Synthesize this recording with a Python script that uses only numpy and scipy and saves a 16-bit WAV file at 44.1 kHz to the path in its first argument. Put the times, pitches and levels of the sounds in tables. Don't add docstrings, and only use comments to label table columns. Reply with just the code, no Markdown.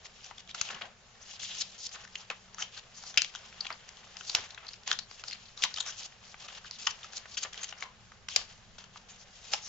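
import sys
import numpy as np
from scipy import signal
from scipy.fft import rfft, irfft, next_fast_len
from scipy.io import wavfile
from scipy.ndimage import uniform_filter1d

SR = 44100
rng = np.random.default_rng(int(sys.argv[2]) if len(sys.argv) > 2 else 0)


def gain_from_db(level_db):
    decades = np.asarray(level_db, float) / 20
    return 10 ** decades


def transcribe(signal):
    frames = np.atleast_2d(signal).T
    limited = np.clip(frames, -1, 1)
    pcm = np.round(limited * 32767).astype(np.int16)
    wavfile.write(sys.argv[1], SR, pcm)


N = 426888


def rms_one(x):
    return x / np.sqrt(np.mean(x ** 2) + 1e-20)


def in_time(rows):
    s, *columns = np.transpose(rows)
    return [np.interp(np.arange(N) / SR, s, c) for c in columns]


def at_hz(points, hz):
    table = np.array(points)
    return np.interp(np.log(hz), np.log(table[:, 0]), table[:, 1])


def drift(rate_hz):
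    r = np.exp(-80 * np.pi * rate_hz / SR)
    noise = rng.standard_normal(N // 40 + 2002)
    slow = signal.lfilter([1], [1, -2 * r, r * r], noise)[2000:]
    return np.interp(np.arange(N) / 40, np.arange(len(slow)), rms_one(slow))


def resonate(x, hz, width_hz):
    r = np.exp(-np.pi * width_hz / SR)
    zeros = np.array([1, 0, -1]) * (1 - r * r) / 2
    return signal.lfilter(zeros, [1, -2 * r * np.cos(2 * np.pi * hz / SR), r * r], x)


def body(x, modes):
    return sum((-1) ** k * gain_from_db(db) * resonate(x, hz, width) for k, (hz, width, db) in enumerate(modes))


def band(x, low_hz, high_hz):
    return signal.sosfilt(signal.butter(2, [low_hz, high_hz], "band", fs=SR, output="sos"), x)


def pair(mid, side, alike):
    alike = np.clip(alike, 0, 1)
    return np.sqrt(1 + alike) * mid + np.sqrt(1 - alike) * side * np.array([[1], [-1]])


# time_s, level_db
RUMBLE_CURVE = [(0.0, -72.5), (7.7, -71.5), (8.0, -69), (8.75, -66), (9.0, -71)]
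# pitch_hz, density_db_per_hz
FLOOR_SPECTRUM = [(88, -32), (150, -8), (247, -15), (281, -50), (373, -6.5), (613, -8), (958, -7),
                  (1230, -11.5), (1330, -9.5), (5280, -16), (7850, -31.5), (10200, -64), (17300, -120)]
# pitch_hz, width_hz, level_db
HUM_LINES = [(54.7, 11, -77.5), (116.5, 4.4, -73.5), (186.3, 4.2, -72), (223.2, 8.2, -74.5)]
# pitch_hz, likeness_0to1
HISS_LIKENESS = [(60, 0.66), (200, 0.71), (670, 0.36), (2220, 0.14), (7400, 0.12)]
HISS_DB, RUMBLE_TRIM_DB = -60.5, 7.0


def stillness():
    hiss = 0
    edges_hz = 140 * 2 ** np.arange(0, 6.1, 1 / 3)
    white = rng.standard_normal((2, 2, N))
    for k, (low_hz, high_hz) in enumerate(zip(edges_hz, edges_hz[1:])):
        hz = np.sqrt(low_hz * high_hz)
        level_db = at_hz(FLOOR_SPECTRUM, min(hz, 5200)) + 1.6 * drift(13)
        hiss = hiss + gain_from_db(level_db) * pair(*band(white[k % 2], low_hz, high_hz), at_hz(HISS_LIKENESS, hz))
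    rumble = pair(*band(rng.standard_normal((2, N)), 7, 130), 0.44)
    hum = 0
    for hz, width_hz, db in HUM_LINES:
        line = resonate(rng.standard_normal((2, N)), hz, width_hz)
        hum = hum + gain_from_db(db) * rms_one(pair(*line, 0.74))
    rumble_db = in_time(RUMBLE_CURVE)[0] + RUMBLE_TRIM_DB
    return gain_from_db(HISS_DB) * rms_one(hiss) + gain_from_db(rumble_db) * rms_one(rumble) + hum


# time_s, rub_db
GRIP_CURVE = [(0.0, -61.5), (0.95, -69), (1.15, -62), (2.1, -60), (2.5, -63), (2.9, -61), (3.3, -57),
              (3.65, -53.5), (3.8, -58), (4.15, -56), (4.4, -62.5), (6.1, -63), (7.25, -56), (7.95, -69),
              (8.08, -62), (8.25, -71), (9.0, -63), (9.68, -60.5)]
# let_go_s, top_db, length_s, nail_re_rub_db
DRAG_STROKES = [(0.071, -46, 0.042, -5), (0.282, -48.5, 0.18, -7), (0.516, -42.5, 0.032, -17),
                (1.295, -51, 0.12, -1.5), (1.622, -44.5, 0.023, 18.5), (1.873, -48.5, 0.095, 11.5),
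                (1.961, -40.5, 0.048, -10), (2.606, -40.5, 0.038, -9), (2.798, -44.5, 0.081, -10),
                (3.112, -47, 0.17, 4), (4.366, -43, 0.19, 3.5), (4.912, -35, 0.051, -10),
                (5.222, -49, 0.13, -2), (5.295, -44, 0.052, 2.5), (5.629, -44, 0.064, 4),
                (5.813, -42.5, 0.062, 4), (6.036, -42.5, 0.12, -5), (6.065, -41, 0.031, -2),
                (5.938, -53, 0.03, -2.2), (6.407, -52, 0.038, -11), (6.914, -38, 0.045, 0),
                (7.183, -42.5, 0.064, 5), (7.358, -45, 0.08, 0.5), (7.449, -42.5, 0.068, -1),
                (7.716, -44.5, 0.065, -7), (7.84, -46, 0.047, -1), (8.981, -50, 0.052, -5),
                (9.528, -47.5, 0.2, -2), (9.547, -28.5, 0.032, -1)]
# start_s, top_db, fall_20db_s, flex_re_rub_db
SPRING_BACKS = [(0.284, -52.5, 0.13, -3), (0.7, -43, 0.16, 2), (0.811, -47, 0.07, 7.5),
                (2.302, -44.5, 0.0357, 8), (2.606, -35.5, 0.06, -4.5), (3.175, -38, 0.12, -14),
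                (3.706, -50, 0.07, 8.5), (4.347, -36.5, 0.17, -1.5), (4.91, -36.5, 0.0563, -1),
                (5.657, -50, 0.6, -5), (6.914, -59, 0.9, 0), (7.034, -46, 0.07, -5), (7.448, -45, 0.03, 7),
                (7.723, -62, 0.3, 9), (7.826, -52, 0.08, 1), (8.365, -39.5, 0.12, -4),
                (8.483, -49.5, 0.18, -7.5), (8.783, -42, 0.05, -8), (9.086, -50.5, 0.13, -6.5),
                (9.548, -42.5, 0.12, -6.5)]
# start_s, level_db, length_s, flex_re_rub_db, nail_re_rub_db
EDGE_SLIDES = [(0.376, -49.5, 0.011, -16, -7), (0.393, -49, 0.007, -16, -5), (0.402, -46, 0.0073, -15, -11),
               (0.544, -44.5, 0.18, -8.5, -5), (1.295, -48.5, 0.073, -14, -1), (1.392, -41, 0.024, -22, -3),
               (1.413, -41.5, 0.2, -16, -5), (1.619, -53.5, 0.15, -13, -3.5),
               (1.943, -53.5, 0.11, -1.5, -4), (2.142, -55.5, 0.095, -1.5, -1.5),
               (3.13, -58.5, 0.036, 3, -14), (4.576, -61, 0.1, 6.5, -14), (4.663, -53.5, 0.1, -9, -3),
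               (5.29, -50.5, 0.071, -7, -10), (5.367, -58, 0.17, -27, -8), (5.621, -32.5, 0.032, -23, -4),
               (5.81, -60, 0.054, 2, -10), (5.854, -38, 0.057, -15, -1), (6.226, -54.5, 0.11, -9, -1.5),
               (6.398, -49, 0.071, -7, -1.5), (6.478, -47, 0.11, -9.5, -10), (6.654, -49, 0.032, -12, -10),
               (6.785, -43.5, 0.091, -13.5, -2), (7.527, -48.5, 0.11, -5.5, -4),
               (8.289, -41, 0.079, -14, -1.3), (9.62, -51, .08, -10, 0.5)]
GRIP_FLEX_DB, GRIP_NAIL_DB = -2.5, -3
DRAG_RISE_DB, DRAG_FLEX_DB, SETTLE_NAIL_DB = 11.5, -10, -4


def strokes():
    t = np.arange(N) / SR
    power = gain_from_db(2 * (in_time(GRIP_CURVE)[0] + np.array([[0], [GRIP_FLEX_DB], [GRIP_NAIL_DB]])))
    ramps = [(s - length, length, db - DRAG_RISE_DB, db, DRAG_FLEX_DB, nail)
             for s, db, length, nail in DRAG_STROKES]
    ramps += [(s, 2 * fall_s, db, db - 2 * 20, flex, SETTLE_NAIL_DB) for s, db, fall_s, flex in SPRING_BACKS]
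    ramps += [(s, length, db, db, flex, nail) for s, db, length, flex, nail in EDGE_SLIDES]
    for s, length_s, start_db, end_db, flex_db, nail_db in ramps:
        on = slice(max(round(s * SR), 0), max(round((s + length_s) * SR), 0))
        rub_db = start_db + (end_db - start_db) * (t[on] - s) / length_s
        power[:, on] += gain_from_db(2 * (rub_db + np.array([[0], [flex_db], [nail_db]])))
    rub_db, sheet_db, nail_db = uniform_filter1d(10 * np.log10(power), size=260, axis=1)
    return rub_db, sheet_db - rub_db, nail_db - rub_db


def crackle():
    sizes = gain_from_db(3.5 * np.minimum(rng.exponential(1, N), 4)) * rng.choice([-1, 1], N)
    pops = uniform_filter1d(sizes * (rng.random(N) < 450 / SR), size=3)
    patches_hz = np.geomspace(1300, 6500, 12)
    dealt = np.repeat(rng.integers(0, 12, N // 64 + 1), 64)[:N]
    return rms_one(sum(resonate(pops * (dealt == k) + 1e-18, hz, .11 * hz) for k, hz in enumerate(patches_hz)))


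# pitch_hz, width_hz, level_db
CARD_MODES = [(2840, 1666, 10.5), (3291, 2085, 12.5), (4800, 3260, 10), (6100, 4350, 5)]
# pitch_hz, width_hz, level_db
SHEET_MODES = [(190, 480, -15.5), (464, 100, -22), (760, 450, 5.5), (1050, 1070, 8.5), (1597, 1220, 5)]


def rubbing():
    rub_db, flex_db, nail_db = strokes()
    sizes = gain_from_db(0.3 * np.minimum(rng.exponential(1, N), 5))
    caught = rng.random(N) < 7000 / SR
    grit = pair(*rng.standard_normal((2, N)), 0.44) * (sizes * caught + 0.48)
    grit = rms_one(grit) * gain_from_db(1.6 * drift(60))

    def ring(modes):
        return rms_one(sum(gain_from_db(db + 3.2 * drift(26)) * resonate(grit, hz, .6 * width) for hz, width, db in modes))

    dull_db = 10 * np.log10(np.clip(1 - gain_from_db(2 * nail_db), .1, 1))
    panels = gain_from_db(dull_db) * ring(CARD_MODES[:2]) + gain_from_db(nail_db - 0.16) * ring(CARD_MODES[2:])
    for low_hz in (2180, 2180, 2000):
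        panels = band(panels, low_hz, 22000)
    sound = panels + gain_from_db(flex_db + 0.3) * band(ring(SHEET_MODES), 120, 5200)
    pops = crackle()
    sound = sound + gain_from_db(-9.0) * band(pops, 2500, 9000) + gain_from_db(flex_db - 7.0) * band(pops, 600, 3000)
    return gain_from_db(rub_db - 0.1) * sound * gain_from_db(np.array([[1.3], [-1.3]]))


# start_s, peak_db, ring_hz, buckle_ms
SLOW_SLIPS = [(0.056, -41, 1840, 1.14), (0.243, -40.5, 5400, 4.1), (0.262, -44, 5570, 2.9),
              (0.492, -40, 2290, 3.7), (0.745, -35, 3000, 4.4), (0.6137, -25.5, 4100, 2.5),
              (1.619, -26, 4150, 4.12), (2.075, -45, 1800, 3.8), (2.622, -24, 2780, 4.3),
              (2.775, -41.5, 3350, 3.8), (3.178, -15, 2690, 4.9), (3.357, -33.5, 3100, 3.3),
              (3.725, -43, 4630, 4.2), (4.505, -39.5, 4170, 4.9), (4.834, -46.5, 4350, 1.6),
              (4.928, -23, 3320, 3.5), (5.195, -42.5, 2560, 2.8), (5.633, -23, 3000, 5.6),
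              (5.65, -25, 4370, 3.4), (5.773, -29.5, 3080, 3.6), (5.828, -35, 3570, 1.1),
              (5.924, -38, 3030, 2), (6.907, -32, 5900, 3.8), (7.044, -36.5, 1400, 2.55),
              (7.434, -27, 6170, 3.7), (7.5432, -36, 2000, 0.95), (7.641, -28, 6270, 4.7)]
# start_s, peak_db, ring_hz, ring_re_crack_db, buckle_ms
CREASE_CRACKS = [(0.547, -29.5, 1380, -3, 1.9), (1.6094, -26.5, 6100, -2, 4.4), (2.05, -40.5, 1520, 2, 2.8),
                 (2.155, -28.5, 2650, 1, 2.3), (2.583, -33.5, 1350, 3.5, 2.3), (3.174, -12.5, 2620, 5, 2.2),
                 (3.219, -15, 5020, -20, 1.1), (3.2456, -25.5, 2440, -2, 1.33), (3.35, -30, 1230, 0, 1.95),
                 (4.168, -34, 5170, -27, 2.7), (4.35, -19.5, 5450, -3.5, 2.7), (4.7335, -38, 4800, 4, 2.8),
                 (4.914, -16.5, 1490, 0.5, 1.53), (5.311, -31, 2160, -10.5, 1.23),
                 (5.328, -35, 2180, -5, 2.6), (5.6226, -26.5, 2860, 3, 0.97), (5.638, -15.5, 3680, 4, 1.65),
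                 (6.645, -44.5, 1450, 2, 2.3), (6.868, -19, 2940, -7, 6.0), (7.342, -36.5, 4570, -2, 8.0),
                 (7.372, -27, 3060, -6, 10.7), (7.531, -37, 3320, 0, 3.4), (7.69, -37, 5450, 1, 4.4),
                 (7.806, -38, 6300, 2, 3.2), (8.362, -18, 760, -13.5, 2.73), (8.84, -42, 1430, -4, 2.7)]
# start_s, peak_db, ring_hz, ring_re_crack_db, buckle_ms
PANEL_TICKS = [(0.381, -40, 3420, 4, 2.45), (0.475, -46, 3500, 6, 2.3), (0.613, -19.5, 6200, 14, 2.2),
               (1.398, -40, 3300, 7, 2.6), (1.891, -40, 5070, 6, 2.3), (3.608, -31, 4440, 3, 3.3),
               (3.667, -29.5, 2960, 20, 1.6), (4.295, -25, 4200, 13, 4), (4.546, -38.5, 3680, 3.5, 1.2),
               (4.577, -38, 1760, 18, 2.2), (4.667, -39, 4440, 12, 2), (4.688, -33.5, 4440, 7, 2.3),
               (4.989, -26.5, 4400, -1, 3.8), (5.282, -31.5, 4770, 4.5, 2.35), (5.741, -31, 4440, 5, 2.5),
               (5.8043, -25.5, 3620, 14, 4.6), (6.7105, -28.5, 4680, 12, 1.1), (7.031, -37, 3300, 6, 2),
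               (7.429, -27, 6640, 8, 5.3), (7.577, -32.5, 3300, 8, 0.83), (7.631, -27, 6600, 4, 5.3),
               (9.516, -43, 4800, 7, 1.5)]
# start_s, peak_db, ring_hz, thump_re_ring_db
SHEET_THUDS = [(0.31, -39, 1390, 11), (0.689, -34, 2330, -6), (0.811, -43, 2340, -4),
               (2.301, -23.5, 2580, -8.5), (2.545, -37, 5770, -6.5), (3.037, -40.5, 5400, -1),
               (3.142, -39, 3440, -8), (3.653, -34, 2840, 0), (3.703, -32, 1560, 10),
               (4.209, -37, 2890, -4), (4.8757, -28.5, 5660, -6.5), (5.112, -39.5, 4700, -3),
               (5.237, -36, 2310, 7), (5.575, -35.5, 3820, -15), (5.761, -32, 3550, -23),
               (5.784, -28.5, 3300, -11), (5.862, -35.5, 6040, -7.5), (6.343, -39, 1950, 7),
               (6.486, -41, 1430, -2.5), (7.133, -39, 6000, -5.5), (7.256, -42.5, 1810, 0),
               (7.725, -35, 2780, -0.5), (7.824, -29, 2100, -3.5), (8.119, -44, 1410, 0),
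               (8.285, -31.5, 2940, -4), (8.783, -42, 3380, -5), (8.959, -40, 1260, 11),
               (9.536, -23.5, 5100, -15)]
SLIP_THUMP_DB, SLIP_RING_DB = -21, -0.5
CRACK_THUMP_DB, TICK_THUMP_DB = -24, -18
THUD_MS, THUD_RING_DB = 2.3, 4.5


def buckles():
    slips = [(s, db, hz, SLIP_THUMP_DB, ms, SLIP_RING_DB) for s, db, hz, ms in SLOW_SLIPS]
    quick = [(s, db, hz, CRACK_THUMP_DB, ms, ring) for s, db, hz, ring, ms in CREASE_CRACKS]
    quick += [(s, db, hz, TICK_THUMP_DB, ms, ring) for s, db, hz, ring, ms in PANEL_TICKS]
    quick += [(s, db, hz, thump, THUD_MS, THUD_RING_DB) for s, db, hz, thump in SHEET_THUDS]
    return slips + sorted(quick)


def snaps():
    size, rows = 2048, buckles()
    out = np.zeros((2, N + size))
    t_ms = np.arange(size) * 1000 / SR
    fibres = rng.standard_normal((len(rows), 2, size)) * (.5 + rng.exponential(1, (len(rows), 1, size)))
    pans_db = 4.8 + 1.0 * rng.standard_normal(len(rows))
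    buckle = t_ms / np.clip(np.array(rows)[:, 4, None, None], .3, 20)
    forces = np.array([pair(mid, side, 0.72) for mid, side in fibres])
    forces = forces * buckle ** 1.28 * np.exp(-buckle / 0.47)
    cards = body(forces, CARD_MODES)
    sheets = band(body(forces, SHEET_MODES), 150, 4800)
    sounds = []
    for (_, _, hz, thump_db, _, ring_db), force, card, sheet in zip(rows, forces, cards, sheets):
        panel = ring_on(lambda ms: force, hz, 0, 500 + 0.15 * hz)
        crack = rms_one(gain_from_db(ring_db) * rms_one(panel) + rms_one(card))
        sounds.append(crack + gain_from_db(thump_db) * rms_one(sheet))
    sounds = band(np.array(sounds), 60, 7600)
    for (s, db, _, _, buckle_ms, _), sound, pan_db in zip(rows, sounds, pans_db):
        at = max(round((s - .0003 * buckle_ms) * SR) - 8, 0)
        level = gain_from_db(db + 4.0) / np.abs(sound.mean(axis=0)).max()
        out[:, at:at + size] += level * sound * gain_from_db(np.array([[.5], [-.5]]) * pan_db)
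    return out[:, :N]


# start_s, peak_db, push_ms
LOW_PUSHES = [
    (0.612, -49, 2.4),
    (0.73, -46, 13),
    (0.817, -51, 6.5),
    (3.175, -45, 3.1),
    (4.347, -44, 3.4),
    (4.386, -42.5, 5.3),
    (4.42, -51, 6.1),
    (5.638, -53, 3.6),
]


def bumps():
    size = 4096
    out, t_ms = np.zeros(N + size), np.arange(size) * 1000 / SR
    for (s, db, ms), noise in zip(LOW_PUSHES, rng.standard_normal((len(LOW_PUSHES), size))):
        lump = band((0.35 + noise) * t_ms / ms * np.exp(-t_ms / ms), 65, 420)
        at = round(s * SR)
        out[at:at + size] += gain_from_db(db) * lump / np.abs(lump).max()
    return out[:N]


def struck(rows, voice):
    size = 4096
    out, t_ms = np.zeros((2, N + size)), np.arange(size) * 1000 / SR
    for (s, db, *build), (mid, side) in zip(rows, rng.standard_normal((len(rows), 2, size))):
        sound = voice(lambda ms: pair(mid, side, 0.59) * np.exp(-t_ms / max(ms, .1)) + 1e-18, *build)
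        at = round(s * SR)
        out[:, at:at + size] += gain_from_db(db) * sound / np.abs(sound.mean(axis=0)).max()
    return out[:, :N] * gain_from_db(np.array([[2.0], [-2.0]]))


# start_s, peak_db, decay_ms
SUDDEN_BREAKS = [(0.6125, -15.5, 0.79), (4.877, -20.5, .5), (3.89, -32, .9), (3.1605, -38, 0.72),
                 (3.1745, -8.5, 1.6), (3.6705, -29.5, 0.24), (4.2975, -21.5, 0.55), (4.3495, -4, 0.46),
                 (4.4065, -35.5, .6), (4.7405, -34, .5), (4.9142, -19.5, .6), (5.2385, -29, .6),
                 (5.6378, -7, 0.41), (5.652, -26, 0.36), (6.871, -14, 0.73), (7.133, -34, .4),
                 (7.438, -23, 0.44), (8.287, -21, 0.46), (8.3612, -7.5, 0.74), (9.5355, -13, 0.44)]
SNICK_THUMP_DB = -16


def snick(force, ms):
    sheet = rms_one(body(force(ms), SHEET_MODES))
    return rms_one(body(force(ms), CARD_MODES)) + gain_from_db(SNICK_THUMP_DB) * sheet


# start_s, peak_db, pitch_hz, decay_ms, width_hz
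PANEL_RINGS = [(0.819, -27.5, 2600, 3.9, 1500), (0.83, -43.5, 650, 46, 350), (3.175, -16.5, 5100, 5.1, 700),
               (3.185, -30, 2660, 20, 500), (3.606, -23.5, 4620, 2.6, 500), (3.647, -33.5, 2770, 5.9, 1600),
               (3.7035, -27, 1600, 2.1, 1200), (3.726, -35.5, 4830, 2.2, 500),
               (4.58, -34.5, 2700, 2.8, 1400), (3.97, -39, 3500, 1.5, 3000), (3.526, -39, 2000, 2.4, 2000),
               (4.682, -35, 4600, 7.0, 1100), (5.279, -33, 4800, 4.5, 450), (5.289, -39, 4800, 4.0, 600),
               (5.299, -36, 4700, 4.0, 800), (5.317, -37, 4230, 4.0, 400), (5.331, -29, 4400, 2.2, 900),
               (5.641, -30.5, 990, 8.9, 300), (7.377, -28.5, 6560, 6.5, 895), (7.384, -32, 4570, 4.0, 1500),
               (7.829, -42.5, 1020, 30.0, 150), (7.83, -34, 4000, 3.0, 700),
               (8.3615, -13.5, 4640, 1.9, 900), (9.536, -31.5, 754, 6.4, 350), (5.636, -20, 2980, 4.0, 600),
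               (6.869, -24.5, 1050, 6.6, 397), (4.9145, -18, 3280, 2.0, 1190),
               (6.483, -37, 3000, 5.0, 2000), (8.316, -39, 3120, 40.0, 800)]


def ring_on(force, hz, ms, width_hz):
    return resonate(resonate(force(ms), hz, width_hz), hz, width_hz)


# start_s, peak_db, pitch_hz, length_ms, width_hz
PATCH_SCUFFS = [(1.21, -42, 5900, 30, 1200), (1.292, -43, 6300, 41, 1800), (1.3, -40, 2980, 30, 1200),
                (1.345, -44, 3200, 32, 1500), (1.418, -33, 6250, 34, 2200), (1.43, -37, 1300, 5, 1800),
                (1.498, -33, 3100, 30, 1500), (1.578, -33, 6000, 25, 2000), (1.775, -43, 5800, 48, 2000),
                (1.918, -37, 6260, 36, 2000), (1.94, -40, 1300, 34, 900), (2.17, -44, 6300, 23, 1500),
                (2.578, -33, 6160, 66, 1300), (2.582, -38, 1450, 36, 700), (2.76, -43.5, 1390, 27, 700),
                (2.765, -38, 4300, 20, 1200), (2.962, -39.5, 6160, 32, 1500), (3.052, -41, 5800, 87, 1800),
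                (3.135, -45, 6260, 19, 900), (4.995, -46, 4420, 57, 300), (5.452, -46, 4200, 14, 1200),
                (5.48, -46, 4300, 10, 900), (5.572, -45.5, 1080, 51, 500), (5.765, -41, 1300, 27, 600),
                (5.799, -28.5, 7100, 15, 800), (5.855, -31.5, 5740, 67, 1400), (5.86, -38.5, 1400, 48, 700),
                (5.962, -40.5, 6300, 45, 1800), (6.043, -39, 6200, 25, 1200), (6.12, -45, 1600, 8.5, 1600),
                (7.605, -40, 6370, 26, 900), (7.7, -42, 5600, 13, 2500), (7.776, -41.5, 5500, 15, 2200),
                (8.36, -15, 6740, 6.3, 1600), (9.085, -46, 6600, 53, 1500), (9.175, -44, 5500, 74, 3000),
                (9.54, -32.5, 5600, 31, 1800), (9.61, -35.5, 5800, 83, 1800), (6.706, -39, 3880, 76, 3000),
                (6.641, -42, 1420, 20, 400)]


def scuff(force, hz, ms, width_hz):
    steady = force(np.inf)
    swell = np.sin(np.pi * np.clip(np.arange(steady.shape[1]) * 1000 / SR / ms, 0, 1))
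    return ring_on(lambda _: steady * swell + 1e-18, hz, ms, width_hz)


# delay_s, level_db
NEAR_ECHOES = [(.0039, -19), (.0075, -23), (0.011, -22)]
ROOM_T60_S, ROOM_DB, WALL_CUT_HZ = 0.22, -16.5, 5700


def room(x):
    size, t = next_fast_len(N + SR), np.arange(SR // 2) / SR
    tail = band(rng.standard_normal((2, len(t))), 250, WALL_CUT_HZ) * gain_from_db(-60 * t / ROOM_T60_S)
    tail *= 1 - np.exp(-t / 0.0064)
    answer = gain_from_db(ROOM_DB) * rms_one(tail) / np.sqrt(len(t))
    answer[:, 0] += 1
    for s, db in NEAR_ECHOES:
        answer[:, round(s * SR)] += gain_from_db(db)
    return irfft(rfft(x, size) * rfft(answer, size), size)[:, :N]


def scene():
    card = rubbing() + snaps()
    card = card + struck(SUDDEN_BREAKS, snick) + struck(PANEL_RINGS, ring_on) + struck(PATCH_SCUFFS, scuff)
    card[1] = np.roll(card[1], 1)
    return room(card) + stillness() + bumps()


def roll_off(x):
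    return signal.sosfilt(signal.butter(12, 16000, fs=SR, output="sos"), x)


# pitch_hz, width_hz
HOUSING_NOTCHES = [(982, 41), (300, 89)]
PORTS_ALIKE_HZ, PORTS_ALIKE = 1300, 0.35
CUTOFF_HZ, CLIP_LEVEL, KNEE = 8100, .57, 8.0


def record(dry):
    side = (dry[0] - dry[1]) / 2
    low_side = signal.sosfilt(signal.butter(1, PORTS_ALIKE_HZ, fs=SR, output="sos"), side)
    x = dry - PORTS_ALIKE * low_side * np.array([[1], [-1]])
    for hz, width_hz in HOUSING_NOTCHES:
        x = x - 1.2 * resonate(x, hz, width_hz)
    x = signal.sosfilt(signal.cheby2(16, 60, CUTOFF_HZ, fs=SR, output="sos"), x)
    x = x / (1.5 + np.abs(x / CLIP_LEVEL) ** KNEE) ** (1 / KNEE)
    x = signal.sosfilt(signal.butter(8, 15500, fs=SR, output="sos"), x)
    return roll_off(x)


dry = scene()
out = record(dry)
transcribe(out)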